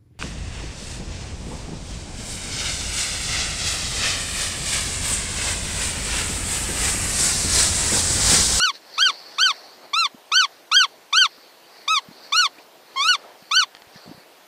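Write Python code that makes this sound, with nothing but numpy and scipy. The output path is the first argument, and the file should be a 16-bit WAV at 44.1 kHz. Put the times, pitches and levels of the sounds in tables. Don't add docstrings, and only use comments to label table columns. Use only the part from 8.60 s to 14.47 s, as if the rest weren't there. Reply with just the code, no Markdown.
import sys
import numpy as np
from scipy import signal
from scipy.fft import rfft, irfft, next_fast_len
from scipy.io import wavfile
from scipy.ndimage import uniform_filter1d, map_coordinates

SR = 44100
rng = np.random.default_rng(int(sys.argv[2]) if len(sys.argv) > 2 else 0)


def log_audio(samples):
    frames = np.atleast_2d(samples).T
    limited = np.clip(frames, -1, 1)
    pcm = np.round(limited * 32767).astype(np.int16)
    wavfile.write(sys.argv[1], SR, pcm)


def gain_from_db(level_db):
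    decades = np.asarray(level_db, float) / 20
    return 10 ** decades


N = 258867
LEAD = 2048


def unit(x):
    return x / np.sqrt(np.mean(x ** 2) + 1e-20)


def along(points, hz):
    f, v = np.transpose(points)
    return np.interp(np.log(hz + 1), np.log(f + 1), v)


def filtered(x, response):
    m = next_fast_len(len(x) + SR // 2)
    hz = np.fft.rfftfreq(m, 1 / SR)
    return irfft(rfft(x, m) * response(hz), m)[:len(x)]


def resonances(modes):
    def response(f):
        total = 0
        for k, (center, width, db) in enumerate(modes):
            mode = 1j * f * width / (center * center - f * f + 1j * f * width)
            total = total + (-1) ** k * gain_from_db(db) * mode
        return total
    return response


def wobble(rate):
    knots = rng.standard_normal(int(N * rate / SR) + 4)
    return map_coordinates(knots, [np.arange(N) * rate / SR])


def patchy(depth_db):
    z = signal.stft(rng.standard_normal(N), nperseg=512)[2]
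    field = uniform_filter1d(rng.standard_normal(z.shape), size=6, axis=0)
    field = uniform_filter1d(field, size=8, axis=1)
    return signal.istft(z * gain_from_db(depth_db * unit(field)), nperseg=512)[1][:N]


# start_s, held_s, pitch_jump_hz, grip (0-1)
LOCKS = [
    (.033, 0.026, 72, 0.95),
    (0.422, 0.063, 84, 0.98),
    (.828, 0.043, 66, 1),
    (1.772, 0.041, 64.5, 0.95),
    (2.162, 0.074, 106, 0.91),
    (2.58, 0.065, 31.6, 0.99),
    (3.793, 0.022, 46, 0.66),
    (4.483, 0.052, 50.3, 1),
    (4.968, 0.041, 33.8, 0.95),
]


def barrel_lock(t, catch_s=0.0007, let_go_s=0.0026):
    def step(s, width):
        return 1 / (1 + np.exp(-np.clip(s / width, -50, 50)))

    held = np.array([step(t - s, catch_s) - step(t - s - hold, let_go_s) for s, hold, _, _ in LOCKS])
    jump_hz, grip = np.transpose(LOCKS)[2:]
    kick = sum(np.exp(-np.abs(t - s - 0.002) / 0.0023) for s, *_ in LOCKS)
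    return np.clip(grip, 0, 1) @ held, jump_hz @ held, kick


def pitch_arch(s, t0, top, t1, top_hz, slow, speak_hz=1082):
    start_hz = 1113.6 - 2060 * slow_s if (slow_s := top - t0 - 0.06) else 1113.6
    rise_bend = 1.145 / slow ** 0.4
    fall_bend = 2.11 * max(slow, 1) ** 0.28
    up = top_hz - (top_hz - start_hz) * np.clip((top - s) / (top - t0), 0, 1) ** rise_bend
    down = top_hz - (top_hz - 991.7) * np.clip((s - top) / (t1 - top), 0, 1.2) ** fall_bend
    up = np.maximum(up, speak_hz + 0.13 * (up - speak_hz))
    return uniform_filter1d(np.where(s < top, up, down), size=220, mode="nearest")


# pitch_hz, t60_s
SCATTER_DECAY = [(500, 0.11), (3000, 0.063), (10000, 0.044)]
# pitch_hz, level_db
SCATTER_SHARE = [(800, -24), (2500, -15), (4500, -10), (8000, -4), (14000, -1)]


def scatter(x):
    hz, t, z = signal.stft(rng.standard_normal(SR // 10), SR, nperseg=128)
    decay = gain_from_db(-60 * t / along(SCATTER_DECAY, hz)[:, None])
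    shape = decay / np.linalg.norm(decay, axis=1, keepdims=True)
    shape = shape * gain_from_db(along(SCATTER_SHARE, hz))[:, None]
    tail = signal.istft(z * shape, SR, nperseg=128)[1] / np.sqrt(128 / 2)
    return x + signal.fftconvolve(x, tail)[:len(x)]


# start_s, hardest_s, end_s, top_pitch_hz, level_db
SQUEEZES = [(-.02, .022, 0.11, 1458, -16.5), (0.378, 0.42, 0.51, 1532, -15.5),
            (0.782, 0.822, 0.92, 1521, -15.5), (1.332, 1.389, 1.4695, 1374, -16),
            (1.716, 1.765, 1.857, 1502, -13.5), (2.114, 2.158, 2.256, 1510, -13.5),
            (2.526, 2.586, 2.667, 1550, -12.5), (3.277, 3.315, 3.392, 1294, -15.5),
            (3.721, 3.78, 3.872, 1444, -14.5), (4.359, 4.488, 4.559, 1424, -15.5),
            (4.91, 4.97, 5.042, 1504, -15)]
# free_db, locked_to_barrel_db
HARMONICS = [(1.5, 3), (-1.5, 3.5), (-0.5, -2), (-2, -4.5), (-4.5, -9), (-8, -10), (-10.5, -14.5),
             (-11.5, -14), (-14.5, -18), (-17.5, -23), (-21, -30), (-26, -21.5), (-26, -32)]
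# pitch_hz, width_hz, level_db
BARREL = [(1360, 2720, -2.5), (3220, 330, 5.5), (3505, 118, 10.5), (4410, 400, 5), (5780, 283, 1),
          (8840, 2050, -11.5), (9690, 640, -11.5), (13500, 1250, -22)]
# time_s, treble_db
AIM = [(0, 0), (.9, 0), (1.4, -1.5), (2.2, -2), (3.3, 0), (4.5, 2), (5, 1)]


def reed(chirp_hz=260, jitter_hz=4, db_per_octave=9, air_db=-28, rasp_db=0.6157, bright_db=3, kick_db=5,
         leak_db=-37, leak_hz=6000, sag_hz_per_s=8500):
    t = np.arange(-LEAD, N) / SR
    out, leak = np.zeros(N + LEAD), np.zeros(N + LEAD)
    shake = np.pad(wobble(160), (LEAD, 0))
    air = rng.standard_normal(N + LEAD)
    rasp = np.pad(wobble(500), (LEAD, 0))
    locked, jump_hz, kick = barrel_lock(t)
    for t0, top, t1, top_hz, db in SQUEEZES:
        on = (t > t0) & (t < t1 + 0.09)
        where = np.flatnonzero(on)
        s, lock = t[on], locked[on]
        aim_db = np.interp(top, *np.transpose(AIM))
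        slow = (top - t0) / 0.06
        dying = np.maximum(s - t1 + 0.007, 0)

        hz = pitch_arch(s, t0, top, t1, top_hz, slow) + jump_hz[on]
        hz = hz - chirp_hz * np.exp(-(s - t0) / 0.00159) + jitter_hz * shake[on]
        hz = hz - sag_hz_per_s * np.minimum(dying, 0.02)
        phase = 2 * np.pi * np.cumsum(hz) / SR

        opening = 1 - np.exp(-(s - t0) / (0.0017 * max(slow, 1) ** 2.86))
        puffs = air[on] * (1 + np.cos(phase))
        tone = gain_from_db(air_db - 1600 * dying) * puffs
        for k, (free_db, lock_db) in enumerate(HARMONICS):
            flip = -1 if k == 1 else 1
            lock_kick_db = kick_db * kick[on] * (k == 1)
            size = gain_from_db(free_db) * (1 - lock) + flip * gain_from_db(lock_db + lock_kick_db) * lock
            flutter_db = rasp_db * max(k - 2, 0) * rasp[where - 97 * k]
            size = size * gain_from_db(flutter_db + aim_db * np.clip((k - 2) / 3, 0, 1))
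            size = size * gain_from_db(bright_db * min(k, 2) * (k != 1) * np.log2(hz / 1500))
            size = size * gain_from_db(-(1468 + 40 * k) * dying) * opening ** (0.5 * min(k, 2))
            size = size * ((k + 1) * hz < SR / 2)
            tone = tone + size * np.cos((k + 1) * phase)

        octaves = np.log2(hz / top_hz)
        onset = 1 - np.exp(-(s - t0) / 0.0001)
        out[on] += scatter(gain_from_db(db - 4.0 + db_per_octave * octaves) * onset * tone)
        leak[on] = gain_from_db(db + aim_db + leak_db - 1500 * dying + 12 * octaves) * opening * puffs

    def leak_band(f):
        return 1 / (1 + (leak_hz / (f + 1)) ** 6) / (1 + (f / leak_hz / 2) ** 2)

    return filtered(out, resonances(BARREL)) + filtered(leak, leak_band)


# delay_ms, level_db, lowest_hz, highest_hz
ECHOES = [
    (5.39, -.3, 800, 1580),
    (5.86, -8, 1900, 3100),
    (2.45, -9, 3400, 5200),
]


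def echoes(x):
    def comb(f):
        total = 1
        for ms, db, low, high in ECHOES:
            band = 1 / (1 + (low / (f + 1)) ** 8) / (1 + (f / high) ** 24)
            total = total + gain_from_db(db) * band * np.exp(-2j * np.pi * f * ms / 1000)
        return total
    return filtered(x, comb)[LEAD:]


# pitch_hz, level_db (per Hz)
NIGHT = [(25, -34), (200, -13), (330, -5), (700, -3.5), (1200, -10.5), (4300, -12.5), (7000, -19.5),
         (15400, -25)]


def night(level_db=-50, insects_hz=13650, insects_wide_hz=480, insects_db=8.5):
    def color(f):
        insects = insects_db * np.exp(-((f - insects_hz) / insects_wide_hz) ** 2)
        return gain_from_db(along(NIGHT, f) + insects)
    return gain_from_db(level_db - 1.5) * unit(filtered(patchy(depth_db=1.7), color))


# middle_s, length_s, rustle_db, low_swish_db
RUBS = [(0.152, 0.034, -42, -58), (0.437, 0.19, -40.5, -53), (.86, 0.37, -44.5, -51.5),
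        (1.23, 0.15, -68, -53.5), (1.926, 0.12, -58, -64), (2.29, 0.11, -63, -67), (2.75, 0.25, -55, -89),
        (3.194, 0.19, -52, -60), (3.663, 0.3, -50.5, -57), (3.997, 0.062, -60.5, -53.5),
        (4.44, 0.16, -45.5, -51.5), (4.664, 0.12, -64, -50), (4.9, 0.15, -57, -79),
        (5.372, 0.074, -53, -73), (5.5, 0.2, -56.5, -55.5)]
# pitch_hz, width_hz, level_db
CLOTH = [(1800, 900, -5), (2900, 1200, -6.5), (4400, 750, 0), (6000, 1200, -6.5), (7600, 2500, -12)]


def jacket(rustle_db=3.0, swish_db=1.5, edge_db=6, squareness=1.53, idle_rustle_db=-80.5, idle_swish_db=-60):
    middle, length, rub_db, sway_db = np.transpose(RUBS)
    t = np.arange(0, N / SR + 0.002, 0.002)
    swell = gain_from_db(-edge_db * np.abs(2 * (t[:, None] - middle) / length) ** squareness)
    grain = gain_from_db(0.8 * wobble(45) + 1.3 * wobble(400))
    weave, body = resonances(CLOTH), resonances([(650, 1000, 0)])
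    rustle = unit(filtered(grain * patchy(depth_db=-2.4), lambda f: weave(f) ** 2))
    swish = unit(filtered(patchy(depth_db=2.5), lambda f: body(f) ** 2))
    now = np.arange(N) / SR
    rub = np.interp(now, t, swell @ gain_from_db(rub_db) + gain_from_db(idle_rustle_db))
    sway = np.interp(now, t, swell @ gain_from_db(sway_db) + gain_from_db(idle_swish_db))
    return gain_from_db(rustle_db) * rub * rustle + gain_from_db(swish_db) * sway * swish


# time_s, peak_db, pitch_hz
BUMPS = [(1.544, -31, 240), (2.779, -44, 296), (3.485, -30, 190), (3.51, -34, 260), (3.912, -57, 358.4),
         (3.982, -39, 295), (4.045, -55, 244), (4.822, -40, 188), (5.269, -45, 102), (5.357, -33, 173),
         (5.459, -39, 167), (5.475, -30, 200), (5.492, -29, 178), (5.512, -26.5, 284), (5.544, -38, 143),
         (5.576, -37.5, 173)]


def bumps():
    out, t = np.zeros(N + SR), np.arange(SR // 10) / SR
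    for s, db, hz in BUMPS:
        press = (1 - np.exp(-t / 0.002)) ** 2
        knock = gain_from_db(db + 7.0 - 60 * t / 0.027) * press * np.sin(2 * np.pi * hz * t)
        out[round(s * SR):][:len(t)] += knock
    return out[:N]


# time_s, peak_db, start_hz, end_hz, length_s
CREAKS = [
    (2.776, -44, 1183, 1185, 0.012),
    (3.975, -45, 1910, 2930, 0.024),
    (4.628, -48, 1192, 1400, .04),
    (5.335, -46.5, 1798, 1724, 0.056),
]


def creaks():
    out = np.zeros(N)
    for s, db, hz0, hz1, length in CREAKS:
        n = round(length * SR)
        rough = uniform_filter1d(rng.standard_normal(n), size=60)
        tone = np.sin(2 * np.pi * np.cumsum(np.linspace(hz0, hz1, n)) / SR)
        out[round(s * SR):][:n] += gain_from_db(db) * np.hanning(n) * (1 + 0.8 * unit(rough)) * tone
    return out


# time_s, peak_db, low_ring_db
TICKS = [
    (4.795, -43, -12),
    (5.15, -21, -19),
    (5.1687, -27, -20),
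    (5.2207, -27, -12),
    (5.635, -40, -8),
]
# pitch_hz, t60_s
CATCH_MODES = [(800, .008), (1800, .009), (3100, .01), (4300, .014), (6500, .0022)]


def ticks(dull_hz=5000, edge_db=20):
    out, t = np.zeros(N + SR), np.arange(SR // 20) / SR
    for s, db, low_db in TICKS:
        ring = 0
        for hz, t60 in CATCH_MODES:
            mode_db = (low_db + 15.0) * (hz < 2500) + rng.normal(0, 2.4)
            ring = ring + gain_from_db(mode_db - 60 * t / t60) * np.sin(2 * np.pi * hz * t)
        u = t / 0.00007
        edge = -gain_from_db(edge_db) * (1 - u) * np.exp(-u)
        out[round(s * SR):][:len(t)] += gain_from_db(db - 13.5) * (ring + edge)

    def glove(f):
        return 1 / (1 + 1.2j * f / dull_hz - (f / dull_hz) ** 2) ** 2
    return filtered(out[:N], glove)


def scene():
    call = echoes(reed())
    handling = jacket() + bumps() + creaks() + ticks()
    return (call + night() + handling)[None]


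def band_limit(x):
    return signal.sosfilt(signal.butter(12, 15440, fs=SR, output="sos"), x)


def record(dry):
    bent = dry[0] + 0.033 * dry[0] ** 2

    def band(f):
        return 1j * f / (60 + 1j * f) / (1 + (f / 15300) ** 120)
    return band_limit(filtered(bent, band)[None])


dry = scene()
out = record(dry)
log_audio(out)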